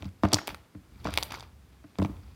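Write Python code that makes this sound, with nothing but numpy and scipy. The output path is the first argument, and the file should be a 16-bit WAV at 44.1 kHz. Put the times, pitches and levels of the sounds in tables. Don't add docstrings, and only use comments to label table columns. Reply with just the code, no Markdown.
import sys
import numpy as np
from scipy import signal
from scipy.fft import rfft, irfft, next_fast_len
from scipy.io import wavfile
from scipy.ndimage import map_coordinates

SR = 44100
rng = np.random.default_rng(int(sys.argv[2]) if len(sys.argv) > 2 else 0)


def boost_factor(decibels):
    exponent = np.asarray(decibels, float) / 20
    return 10 ** exponent


def generate_wav(sig):
    pcm = np.round(np.clip(np.atleast_2d(sig).T, -1, 1) * 32767).astype(np.int16)
    wavfile.write(sys.argv[1], SR, pcm)


N = 103635

# start in seconds, peak in dB,
# pocket pitch in Hz, bright snap in dB over the peak, low gulp in dB over the peak.
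POPS_FOLD = [(0.0238, -30.5, 3000, -25.5, -7), (0.0448, -37.5, 2930, -29, -21.5),
             (0.0552, -39.5, 4090, -35, -9.5), (0.09, -47.5, 2450, -4, -18.5),
             (0.2297, -44.5, 5000, -11, -30), (0.2352, -15, 900, -51.5, -2.5),
             (0.2435, -39.5, 4200, -14, -31), (0.2506, -24.5, 1154, -30, -21),
             (0.2545, -40, 1150, -29.5, -22.5), (0.2867, -33.5, 5600, -9, -29),
             (0.3191, -27, 3800, -40, -5.5), (0.3314, -13.5, 9000, -2, -21), (0.3343, -4, 4950, -26, -15.5),
             (0.3435, -2.5, 4950, -36.5, -35), (0.3523, -26, 5340, -21, -16.5),
             (0.3594, -28, 1030, -22.5, -8.5), (0.3691, -25.5, 1550, -26, 3.5),
             (0.3853, -23.5, 1530, -32, -12), (0.388, -21.5, 1700, -46, -10),
             (0.3908, -25.5, 1500, -35, -16.5), (0.416, -33.5, 2200, -39, 1), (0.469, -40, 3000, -6, -11),
             (0.4736, -22, 2670, -2, -23), (0.4791, -21, 2800, -5.5, 0), (0.4914, -24, 2100, -30, -34),
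             (0.5457, -33.5, 4400, -6, -3.5), (0.5458, -30, 1500, -14, -22), (0.7488, -52, 970, -25, -1.5)]
POPS_PULL = [(1.0449, -31, 4250, -7.5, -23), (1.0528, -29.5, 1050, -25, 3.5),
             (1.0632, -30.5, 2680, -29, -28), (1.071, -21, 1160, -32, -6), (1.072, -32, 4240, -21, -30),
             (1.078, -37.5, 4280, -12.5, -12), (1.0972, -36, 3000, -20.5, -22),
             (1.1054, -37.5, 9050, -3, -30), (1.1085, -34.5, 3900, -21, -6), (1.1313, -43, 9050, -1, -25),
             (1.139, -20.5, 2223, -2.5, -15.5), (1.1544, -30, 3100, -23, -10),
             (1.1601, -34.5, 4220, -8.5, -2), (1.1752, -5.5, 2900, -11, -11.5), (1.1837, -27, 4400, -24, 7),
             (1.1857, -19.5, 3000, -11, -9.5), (1.2077, -33.5, 3050, -12, -7),
             (1.2272, -15.5, 4190, -8.5, -9.5), (1.2325, -22, 4180, 3, -14), (1.3052, -33, 2460, -34, -5),
             (1.3085, -30, 3500, -24, -3), (1.32, -27, 2500, -14.5, -7), (1.3222, -29, 5000, -1, -28),
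             (1.3228, -27, 1500, -40, -31), (1.336, -36.5, 1186, -31.5, -8), (1.3405, -28, 1032, -19, -6),
             (1.3426, -30, 4500, -17, -10), (1.3485, -27, 1790, -27, -24), (1.3571, -32.5, 4000, -9, -30),
             (1.372, -44, 1010, -8.5, -9), (1.3896, -45, 8040, -4, -30), (1.3972, -36, 4100, -4, -16),
             (1.4069, -30, 3900, -13.5, -8.5), (1.4265, -40, 4500, -33, 4), (1.433, -42, 3300, -30, -5)]
POPS_POKE = [
    (1.8408, -48.5, 1520, -19.5, -1),
    (1.9556, -44, 2760, -33, -3.5),
    (1.9862, -33.5, 4180, -0.5, 3),
    (1.997, -45.5, 4580, -2.5, -3),
    (2.0176, -39.5, 3800, -7, 10),
    (2.0268, -29, 3300, -10, -22.5),
    (2.039, -39, 4500, -11, -30.5),
    (2.0484, -26.5, 2080, -39, 5.5),
    (2.059, -36, 2600, -22, -28.5),
    (2.1675, -49, 2434, -22.5, -30),
]
POPS = np.array(POPS_FOLD + POPS_PULL + POPS_POKE)


def unit(x):
    return x / np.sqrt(np.mean(x ** 2) + 1e-20)


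def peak(rows):
    return rows / np.abs(rows).max(axis=1, keepdims=True)


def along(points, hz):
    f, v = np.transpose(points)
    return np.interp(np.log(hz + 1), np.log(f + 1), v)


def curve(rows):
    return np.interp(np.arange(N) / SR, *np.transpose(rows))


def filtered(x, response):
    m = next_fast_len(x.shape[-1] + SR // 2)
    spectrum = rfft(x, m) * response(np.fft.rfftfreq(m, 1 / SR))
    return irfft(spectrum, m)[..., :x.shape[-1]]


def noise(spectrum):
    return unit(filtered(rng.standard_normal(N), lambda hz: boost_factor(along(spectrum, hz))))


def resonant(rows, hz, damping, order=2):
    f = np.fft.rfftfreq(rows.shape[1], 1 / SR)
    gain = f * hz / np.abs(hz ** 2 - f ** 2 + 1j * damping * f * hz)
    y = irfft(rfft(rows) * gain ** order, rows.shape[1])
    return y / y.std(axis=1, keepdims=True)


def scatter(starts_s, shapes):
    first = np.round(np.asarray(starts_s) * SR).astype(int)[:, None]
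    where = first + np.arange(shapes.shape[1])
    return np.bincount(where.ravel(), shapes.ravel(), N + SR)[:N]


def microphone_hiss():
    # frequency in Hz, density in dB per Hz.
    hiss_spectrum = [(18, -26.5), (30, 1.5), (290, -5.5), (562, -14), (978, -16.5), (2400, -21),
                     (3120, -23), (15200, -32), (16500, -47)]
    return boost_factor(-61.5) * noise(hiss_spectrum)


def table_sway():
    # time in seconds, sway in dB.
    lean_db = [(0.0, -42.5), (0.07, -37), (0.11, -50.5), (0.18, -65), (0.25, -27), (0.31, -58),
               (0.35, -31.5), (0.45, -67), (0.5, -38.5), (0.73, -69), (0.77, -51), (0.83, -53),
               (1.07, -37.5), (1.67, -52), (1.83, -52), (1.94, -68.5), (2.01, -34.5), (2.35, -47.5)]
    # frequency in Hz, density in dB per Hz.
    sway_spectrum = [(25, -40), (45, -10.5), (62, 0), (90, -7), (150, -18), (300, -28.5), (600, -56.5)]
    return boost_factor(curve(lean_db) - 3.5) * noise(sway_spectrum)


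def crackle():
    # time in seconds, crackle in dB.
    knead_db = [(0, -65), (.06, -59.5), (.12, -76), (.23, -72.5), (.25, -55.5), (.33, -48.5), (.36, -50.5),
                (.45, -71), (.5, -42.5), (.6, -85.5), (1.03, -63.5), (1.06, -45), (1.2, -53), (1.29, -56),
                (1.345, -44), (1.44, -56), (1.5, -76), (2.35, -65)]
    grain_count, scatter_db, clump_db = 7000, 3, 2.5
    centre_hz, spread_nepers, top_hz, decay_cycles = 3000, 1, 4900, 3.5
    start_s = rng.random(grain_count) * N / SR
    size = np.clip(rng.standard_normal((grain_count, 1)), -3, 2.2)
    hz = centre_hz * np.exp(spread_nepers * rng.standard_normal((grain_count, 1)))
    hz = hz / (1 + (hz / top_hz) ** 4) ** .25
    cycles = np.arange(SR // 120) / SR * hz
    envelope = boost_factor(scatter_db * size - 27 * cycles / decay_cycles) * (1 - np.exp(-cycles ** 2))
    grains = envelope * np.sin(2 * np.pi * cycles)
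    clumps = map_coordinates(rng.standard_normal(200), [np.arange(N) * 70 / SR])
    return boost_factor(curve(knead_db) + clump_db * clumps) * unit(scatter(start_s, grains))


def finger_thumps():
    # start in seconds, push in dB, contact in ms.
    thumps = [(.003, -36, 2.7), (.028, -33, 1.16), (0.051, -19, 4.57), (0.234, -7.5, 1.62),
              (.243, -14.5, 1.09), (0.251, -24.5, 0.44), (0.254, -29, 1), (0.328, -19, 0.69),
              (0.3355, -10.5, 1.77), (0.343, -43, 0.83), (0.482, -40, 0.43), (0.522, -35.5, 1.76),
              (0.7497, -26.5, 2.7), (.765, -43, 3.8), (1.053, -18.5, 0.86), (1.058, -34, 2.1),
              (1.065, -30, 1.23), (1.079, -25, 1.4), (1.087, -30, 0.6), (1.176, -37.5, 0.66),
              (1.841, -35.5, 1.67), (1.8443, -48, 1.75), (1.8481, -37.5, 2.2), (1.987, -10, 2.55),
              (1.998, -16.5, 2), (2.019, -12.5, 1.86), (2.032, -48, 0.69), (2.048, -15, 2.33),
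              (2.094, -25.5, 2.5)]
    # frequency in Hz, level in dB, t60 in seconds.
    modes = [(60, -21.5, 0.12), (90, -5, 0.17), (125.6, 0.5, 0.044), (192.5, -3, 0.14), (299.6, -0.5, 0.11),
             (425, -4.5, 0.024), (602.6, 2.5, 0.033), (679, -0.5, 0.041), (865.5, -6, 0.084),
             (1206, -8, 0.026), (1620, -17.5, 0.11)]
    # frequency in Hz, density in dB per Hz.
    squish_spectrum = [(100, -29), (300, 4), (1000, -1.5), (1600, -8), (3000, -18), (6000, -36.5),
                       (16000, -52)]
    spot_db = 2
    squish_db, squish_t60_s, squish_rise_s = -6, 0.025, 0.00068
    t = np.arange(SR // 3) / SR
    wood, squeeze = np.zeros(N + SR), np.zeros(N + SR)
    luck = rng.standard_normal((len(thumps), len(modes)))
    for (start_s, db, contact_ms), row in zip(thumps, luck):
        ring = np.zeros(len(t))
        for k, ((hz, level_db, t60_s), u) in enumerate(zip(modes, row)):
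            decay = boost_factor(level_db + spot_db * u - 60 * t / t60_s)
            ring += (-1) ** k * decay * np.sin(2 * np.pi * hz * t)
        push = np.hanning(round(max(contact_ms, .2) * SR / 1000) + 2)
        first = round(start_s * SR)
        wood[first:][:len(t)] += boost_factor(db - 8) * np.convolve(ring, push / push.sum())[:len(t)]
        squish = boost_factor(db + squish_db - 60 * t / squish_t60_s) / contact_ms ** 1.5
        squeeze[first:][:len(t)] += squish * (1 - np.exp(-t / squish_rise_s))
    return wood[:N] + squeeze[:N] * noise(squish_spectrum)


def pops():
    pocket_cycles, swollen_cycles, swollen_below_hz = 1.3, 2.2, 1800
    gulp_hz, gulp_cycles = 747, 1.6
    flutter_db, flutter_t60_s = -12.5, .018
    spit_hz, spit_t60_s, spit_1khz_db, spit_db_per_octave = 4200, .006, -12, 1.5
    snap_hz, snap_t60_s, snap_gain_db = 7500, .004, 3
    film_top_hz = 14000
    start_s, db, hz, snap_db, gulp_db = POPS.T[..., None]
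    t = np.arange(SR // 30) / SR
    chance = rng.standard_normal((len(start_s), 3, len(t)))

    def opening(pitch_hz):
        return 1 - np.exp(-(2 * t * pitch_hz) ** 2)

    def burst(pitch_hz, cycles):
        decay = boost_factor(-20 * (t * pitch_hz / cycles) ** 2)
        return peak(opening(2 * pitch_hz) * decay * np.sin(2 * np.pi * pitch_hz * t))

    small_cycles = pocket_cycles * (1 + (hz / 4500) ** 3).clip(max=2.5)
    ring = burst(hz, np.where(hz < swollen_below_hz, swollen_cycles, small_cycles))
    gulp = burst(gulp_hz * np.exp(0.091 * chance[:, 0, :1]), gulp_cycles)
    flutter_decay = boost_factor(flutter_db - 60 * t / flutter_t60_s * (hz / 3000) ** .4)
    flutter = opening(hz) * flutter_decay * resonant(chance[:, 0], hz, .8)
    spit_decay = opening(.5 * spit_hz) * boost_factor(-60 * t / spit_t60_s)
    spit = peak(spit_decay * resonant(chance[:, 2], spit_hz, 1.2, order=3))
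    snap_decay = opening(snap_hz) * boost_factor(-60 * t / snap_t60_s)
    snap = peak(snap_decay * resonant(chance[:, 1], snap_hz, 1.4))
    spit_db = spit_1khz_db + spit_db_per_octave * np.log2(hz / 1000)
    shapes = peak(ring + flutter + boost_factor(spit_db) * spit)
    shapes = shapes + boost_factor(snap_db + snap_gain_db) * snap + boost_factor(gulp_db) * gulp
    dry_pops = scatter(start_s[:, 0], boost_factor(db) * shapes)
    return filtered(dry_pops, lambda f: 1 / (1 + 1j * f / film_top_hz) ** 2)


def fizz():
    # frequency in Hz, density in dB per Hz.
    fizz_spectrum = [(5000, -30), (8000, -6), (12500, 0), (15000, -3), (16500, -12)]
    fizz_db, fizz_t60_s = -34, .22
    start_s, db, _, snap_db, _ = POPS.T[..., None]
    t = np.arange(SR // 5) / SR
    decays = boost_factor(db + snap_db + fizz_db - 60 * t / fizz_t60_s)
    return scatter(start_s[:, 0], decays) * noise(fizz_spectrum)


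def desk_echo(slime):
    delay_ms, echo_db = .85, -11
    return boost_factor(echo_db) * np.pad(slime, (round(delay_ms * SR / 1000), 0))[:N]


def room(x):
    # frequency in Hz, t60 in seconds.
    room_t60 = [(150, 0.37), (1000, 0.58), (5000, 0.4), (8000, 0.36), (15000, 0.3)]
    room_db, walls_dull_hz = -15.5, 7500
    out, step = np.zeros(N + SR), SR // 50
    for start in range(0, N, step):
        hz, t, z = signal.stft(rng.standard_normal(SR // 2), SR, nperseg=256)
        decay = boost_factor(-60 * t / along(room_t60, hz)[:, None])
        tail = signal.istft(z * decay, SR, nperseg=256)[1]
        wet = signal.fftconvolve(x[start:start + step], tail / np.linalg.norm(tail))
        out[start + SR // 250:][:len(wet)] += wet
    return boost_factor(room_db) * filtered(out[:N], lambda hz: 1 / (1 + (hz / walls_dull_hz) ** 2))


def scene():
    slime = pops() + crackle() + fizz()
    wood = finger_thumps()
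    direct = slime + desk_echo(slime) + wood
    return (direct + room(slime + wood) + table_sway() + microphone_hiss())[None]


def top_cut(x):
    return signal.sosfilt(signal.butter(12, 16630, fs=SR, output="sos"), x)


def record(dry):
    low_cut_hz = 53.2

    def bass_cut(hz):
        return ((1j * hz) ** 2 / (low_cut_hz ** 2 - hz ** 2 + 1.3j * hz * low_cut_hz)) ** 2

    return top_cut(filtered(dry, bass_cut))


dry = scene()
out = record(dry)
generate_wav(out)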